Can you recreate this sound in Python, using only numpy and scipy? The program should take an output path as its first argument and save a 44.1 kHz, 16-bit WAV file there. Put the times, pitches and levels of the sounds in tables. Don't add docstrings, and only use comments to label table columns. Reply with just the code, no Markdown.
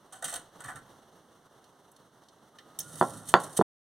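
import sys
import numpy as np
from scipy import signal
from scipy.fft import rfft, irfft
from scipy.io import wavfile
from scipy.ndimage import uniform_filter1d

SR = 44100
rng = np.random.default_rng(int(sys.argv[2]) if len(sys.argv) > 2 else 0)


def bounce(signal):
    frames = np.transpose(np.atleast_2d(signal))
    limited = np.clip(frames, -1, 1)
    pcm = np.round(limited * 32767).astype(np.int16)
    wavfile.write(sys.argv[1], SR, pcm)


N = 176400
TIME, HZ = np.arange(N) / SR, np.fft.rfftfreq(4096, 1 / SR)

# start_s, strength_db, treble_limit_hz, bass_limit_hz, ping_db
ROLLER_BLOWS = [(3.0123, -3, 1070, 90, -8), (3.0256, -8.5, 1050, 90, -17), (3.34, 3, 2300, 350, 8),
                (3.5911, 2, 352, 130, -29), (3.6126, -1.5, 747, 111, -12)]
# pitch_hz, level_db
CLACK_TONE = [(40, -41), (110, -15.5), (350, -2.5), (750, 9.5), (1000, 12), (1550, 5.5), (2200, -3.5),
              (3500, -3), (5000, -3.5), (8000, -27.5), (15000, -29)]
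# pitch_hz, level_db, ring_s
SLAB_NOTES = [(125, -32.5, .23), (181.2, -22, .17), (236, -23, 0.085), (349, -15.5, .08), (710, -30, .19),
              (853, -29.5, .23), (960, -7.5, 0.022), (1095, -26, 0.2), (1355, -29, 0.23),
              (1468, -24.5, 0.16)]
# pitch_hz, level_db, ring_s
ROLLER_NOTES = [(3466, -33.5, 0.045), (3580, -43, 0.08), (4495, -35, 0.059), (4545, -39.5, .15),
                (5345, -61, .25), (6700, -49.5, 0.23)]
def roller_knocks():
    blows, pings = np.zeros(N), np.zeros(N)
    for start_s, strength_db, treble_hz, bass_hz, ping_db in ROLLER_BLOWS:
        bass_loss = 1 + (bass_hz / (HZ + 1)) ** 2
        treble_loss = 1 + (HZ / treble_hz) ** 4.55
        add(blows, start_s, gain(strength_db) * make_filter(-10 * np.log10(bass_loss * treble_loss)))
        add(pings, start_s, gain(ping_db) * ring(ROLLER_NOTES))
    bass_cut = signal.butter(2, 95, "high", fs=SR, output="sos")
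    blows = signal.sosfilt(bass_cut, blows)
    clack = make_filter(curve(CLACK_TONE))
    clacks = through(blows, clack / abs(clack).max())
    ringing = through(blows, ring(SLAB_NOTES)) + pings
    return clacks, ringing


# start_s, rise_s, fall_s, level_db, pitch_hz
SOFT_LANDING = (3.5902, .004, .013, -15.5, 440)
def roller_thud():
    start_s, rise_s, fall_s, level_db, pitch_hz = SOFT_LANDING
    note = np.sin(2 * np.pi * pitch_hz * (TIME - start_s))
    return gain(level_db) * burst(start_s, rise_s, fall_s) * note


# time_s, level_db
CRUSH_LOUDNESS = [(2.79, -80), (2.82, -63), (3.0, -43), (3.05, -47.5), (3.19, -53), (3.25, -59),
                  (3.28, -44.5), (3.37, -57.5), (3.52, -53.5), (3.56, -47.5), (3.62, -50)]
# start_s, rise_s, fall_s, level_db
PULP_BURSTS = [(2.788, 0.0015, 0.005, -28), (2.8, 0.0018, 0.028, -43), (3.284, 0.0085, .007, -33.5),
               (3.396, 0.0064, 0.016, -46.5), (3.43, 0.014, 0.0055, -41), (3.565, 0.008, 0.0055, -28.5)]
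# pitch_hz, level_db
PULP_TONE = [(200, -15.5), (1500, -17), (3200, -10), (4500, -7.5), (6200, -3.5), (7500, -0.5), (8800, 1.5),
             (10800, -5.5), (12500, -14), (15500, -20)]
def crushed_pulp():
    force = loudness(CRUSH_LOUDNESS) + bursts(PULP_BURSTS)
    return with_tone(force * crackle(snaps_per_s=7000, spread_db=3), PULP_TONE)


# time_s, level_db
RUMBLE_LOUDNESS = [(2.8, -68.5), (2.92, -58), (3.15, -54), (3.25, -61.5), (3.45, -58.5), (3.62, -78.5)]
# pitch_hz, level_db
RUMBLE_TONE = [(30, -27), (140, 5.5), (800, -8.5), (1400, -1), (2400, -29.5), (6000, -58.5)]
def roller_rumble():
    return with_tone(loudness(RUMBLE_LOUDNESS) * noise(), RUMBLE_TONE)


# start_s, fall_s, scratch_db, knock_db, knock_pitch_hz
PLATE_TOUCHES = [(0.123, 0.035, -45, -52, 1040), (0.2232, 0.0071, -34, -35, 1000),
                 (0.2406, 0.028, -29.5, -50, 1430), (.28, 0.047, -39.5, -47, 1340),
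                 (.323, 0.024, -41.5, -43.5, 870), (0.337, 0.01, -31, -48, 1150),
                 (0.355, 0.015, -41.5, -53, 1400), (.603, .013, -44, -48.5, 1320),
                 (.637, 0.036, -46.5, -46.5, 1450), (0.681, 0.022, -45.5, -38, 1255),
                 (.755, 0.021, -50, -48, 1380)]
# pitch_hz, level_db
SCRATCH_TONE = [(500, -20.5), (3100, -7.5), (5200, -10.5), (6400, -4.5), (8700, 2.5), (9400, -10),
                (10400, -5), (12500, -18), (15500, -20)]
# pitch_hz, level_db, ring_s
PLATE_NOTES = [(747, 0.5, 0.037), (1487, 2, 0.071), (6480, 0.5, 0.05), (8860, -4.5, 0.057)]
# start_s, rise_s, fall_s, level_db
FLOOR_BUMPS = [(0.646, 0.0034, 0.022, -49.5), (0.745, 0.004, 0.013, -50)]
# pitch_hz, level_db
BUMP_TONE = [(30, -10), (120, -1.5), (300, -9), (4000, -45)]
def steel_plate():
    grit = with_tone(crackle(snaps_per_s=14000, spread_db=1.5), SCRATCH_TONE)
    tumble, touches = noise(), np.zeros((2, N))
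    for start_s, fall_s, scratch_db, knock_db, pitch_hz in PLATE_TOUCHES:
        span = slice(round(start_s * SR), round(start_s * SR) + SR // 2)
        shape = burst(start_s, rise_s=0.0032, fall_s=fall_s)[span]
        scratch = gain(scratch_db) * shape * grit[:, span]
        knock = through(gain(knock_db) * shape * tumble[:, span], band(pitch_hz, width_octaves=0.58))
        touch = scratch + knock[:, :len(shape)]
        tuning = 1 + 0.014 * rng.uniform(-1, 1)
        steel = gain(-40.5) * ring(PLATE_NOTES, tuning)
        touches[:, span] += touch + through(touch, steel)[:, :len(shape)]
    bumps = with_tone(bursts(FLOOR_BUMPS) * noise(), BUMP_TONE)
    return gain(-1.5) * (touches + bumps)


# start_s, level_db, pitch_hz, width_octaves
SMALL_TICKS = [(1.64, -57.5, 4540, 0.9), (1.914, -56.5, 8950, 0.42), (1.962, -56, 5300, 0.8),
               (2.235, -61.5, 4800, 0.67), (2.284, -54, 4670, 0.64), (2.585, -46.5, 2840, 0.97),
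               (2.789, -29, 13100, 0.71), (2.801, -31.5, 6170, .2)]
def bangles_and_snaps():
    hiss, ticks = noise(), np.zeros((2, N))
    for start_s, level_db, pitch_hz, width_octaves in SMALL_TICKS:
        puff = gain(level_db) * burst(start_s, rise_s=0.0018, fall_s=0.0066) * hiss
        ticks += through(puff, band(pitch_hz, width_octaves))
    return ticks


# delay_s, strength, treble_limit_hz
WALL_BOUNCES = [(.0016, 0.66, 12140), (.0072, .6, 450), (.0145, .33, 2000), (.0258, .18, 1990)]
def wall_echoes(sound):
    bounces = np.zeros(SR // 4)
    for delay_s, strength, treble_hz in WALL_BOUNCES:
        add(bounces, delay_s, strength * make_filter(-10 * np.log10(1 + (HZ / treble_hz) ** 2)))
    return through(sound, bounces)


# pitch_hz, early_db, early_ring_s, late_db, late_ring_s
ROOM_RING = [(120, 5, 0.17, 1.5, 0.84), (348.4, -1, 0.22, 2.5, .5), (1020, 1.5, .13, -15.5, 0.58),
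             (4000, -5, 0.13, -12.5, 0.51), (9050, -11, 0.045, -21.5, 0.25)]
def room_wash(sound):
    hiss = stereo(rng.choice([-1., 1.], (2, SR)))
    pitch_hz, time_s, bands = signal.stft(hiss, SR, nperseg=256)
    rows = np.array(ROOM_RING)
    early_db, early_s, late_db, late_s = (
        curve(np.c_[rows[:, 0], column], pitch_hz)[:, None] for column in rows.T[1:])
    power = 0
    for level_db, ring_s in [(early_db, early_s), (late_db, late_s)]:
        fade_rate = np.log(10 ** 6) / ring_s
        power += gain(level_db) ** 2 * fade_rate / SR * np.exp(-fade_rate * time_s)
    tail = signal.istft(bands * np.sqrt(power), SR, nperseg=256)[1][:, :SR]
    delay_s, build_s = 0.00023, 0.004
    return through(sound, tail * np.clip((TIME[:SR] - delay_s) / build_s, 0, 1))


# time_s, pitch_hz, level_db
WHISTLE_PATH = [(2.53, 1235, -65.5), (2.74, 1242, -62.5), (2.81, 1400, -66.5), (2.87, 1436, -51.5),
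                (2.98, 1425, -84)]
def far_whistle():
    time_s, pitch_hz, level_db = np.transpose(WHISTLE_PATH)
    tone = np.sin(2 * np.pi * np.cumsum(np.interp(TIME, time_s, pitch_hz)) / SR)
    return tone * gain(np.interp(TIME, time_s, level_db, left=-120, right=-120))


# pitch_hz, level_db
AIR_TONE = [(25, -19), (60, -13), (140, 0), (750, -2), (1300, -4.5), (2000, -15.5), (6000, -15.5),
            (8600, -20), (15500, -32)]
# time_s, level_db
AIR_LOUDNESS = [(0, -61), (.65, -55), (1.3, -60.5), (2.4, -61.5), (2.8, -57.5)]
def background_air():
    waves = (np.sin(2 * np.pi * (rate_hz * TIME + rng.random())) for rate_hz in np.geomspace(3, 30, 20))
    waver_db = 1.6 * sum(waves) / np.sqrt(10)
    return with_tone(noise(), AIR_TONE) * loudness(AIR_LOUDNESS) * gain(waver_db)


def gain(level_db):
    return 10 ** (np.asarray(level_db) / 20)


def curve(rows, at_hz=HZ):
    pitch_hz, value = np.transpose(rows)
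    return np.interp(np.log(at_hz + 1), np.log(pitch_hz + 1), value)


def loudness(rows):
    return gain(np.interp(TIME, *np.transpose(rows), left=-120))


def burst(start_s, rise_s, fall_s):
    rise = np.clip((TIME - start_s) / rise_s, 0, 1)
    return rise * np.exp(-np.maximum(TIME - start_s - rise_s, 0) / fall_s)


def bursts(rows):
    return sum(gain(db) * burst(start_s, rise_s, fall_s) for start_s, rise_s, fall_s, db in rows)


def add(mix, start_s, sound):
    part = mix[round(start_s * SR):][:len(sound)]
    part += sound[:len(part)]


def make_filter(levels_db):
    log_gain = np.log(gain(np.maximum(levels_db, -100)))
    mirrored = np.r_[log_gain, log_gain[-2:0:-1]]
    spectrum = np.exp(signal.hilbert(mirrored).conj())
    return np.fft.ifft(spectrum).real[:len(levels_db)]


def through(sound, response):
    return signal.fftconvolve(np.atleast_2d(sound), np.atleast_2d(response), axes=1)[:, :N]


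def with_tone(sound, rows):
    response = make_filter(curve(rows))
    return through(sound, response / np.linalg.norm(response))


def band(pitch_hz, width_octaves):
    distance = np.log2((HZ + 1) / pitch_hz) / width_octaves
    response = make_filter(-20 * np.log10(1 + distance ** 4 / 2))
    return response / np.linalg.norm(response)


def ring(notes, tuning=1):
    t = TIME[:SR // 2]
    return sum(gain(db) * np.exp(-np.log(1000) * t / ring_s) * np.cos(2 * np.pi * pitch_hz * tuning * t)
               for pitch_hz, db, ring_s in notes)


def crackle(snaps_per_s, spread_db):
    clumps = uniform_filter1d(rng.standard_normal(N), int(0.005 * SR))
    clump_db = 2.6 * clumps / clumps.std()
    size = gain(clump_db + spread_db * np.minimum(rng.exponential(1, (2, N)), 4))
    snaps = size * rng.choice([-1, 1], (2, N)) * (rng.random((2, N)) < snaps_per_s / SR)
    return stereo(snaps / snaps.std())


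def noise():
    return stereo(rng.standard_normal((2, N)))


# pitch_hz, likeness
SIDE_LIKENESS = [(100, 1), (600, 0.99), (1600, 0.84), (5000, 0.79), (15000, 0.68)]
def stereo(sounds):
    first, second = rfft(sounds)
    likeness = np.clip(curve(SIDE_LIKENESS, np.fft.rfftfreq(sounds.shape[1], 1 / SR)), 0, 1)
    middle, side = first * np.sqrt((1 + likeness) / 2), second * np.sqrt((1 - likeness) / 2)
    return irfft(np.array([middle + side, middle - side]), sounds.shape[1])


def scene():
    clacks, ringing = roller_knocks()
    near = clacks + crushed_pulp() + roller_rumble() + steel_plate() + bangles_and_snaps()
    room = wall_echoes(near) + room_wash(near)
    return near + ringing + roller_thud() + room + far_whistle() + background_air()


# pitch_hz, width_hz, dip_db
MICROPHONE_DIPS = [(2440, 270, -14.5), (4910, 620, -9), (7234, 644, -10.5)]
# pitch_hz, left_minus_right_db
SIDE_BALANCE = [(60, -3.5), (240, -4), (950, -1.5), (3000, -1), (15000, -4)]
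def record(dry):
    dip_ratio, peak_limit, top_hz = 1.04, 0.93, 16000
    stop_s, fade_s = 3.6245, 0.001
    left_db, right_db = (
        sum(db * np.exp(-((HZ - hz * shift) / width_hz) ** 2) for hz, width_hz, db in MICROPHONE_DIPS)
        for shift in (dip_ratio ** -.5, dip_ratio ** .5))
    lean_db = curve(SIDE_BALANCE) / 2
    heard = through(dry, [make_filter(left_db + lean_db), make_filter(right_db - lean_db)])
    clipped = np.clip(heard, -peak_limit, peak_limit)
    stopped = clipped * np.clip((stop_s - TIME) / fade_s, 0, 1)
    treble_cut = signal.firwin(511, top_hz, window=("kaiser", 9), fs=SR)
    return signal.oaconvolve(stopped, treble_cut[None], "same")


dry = scene()
out = record(dry)
bounce(out)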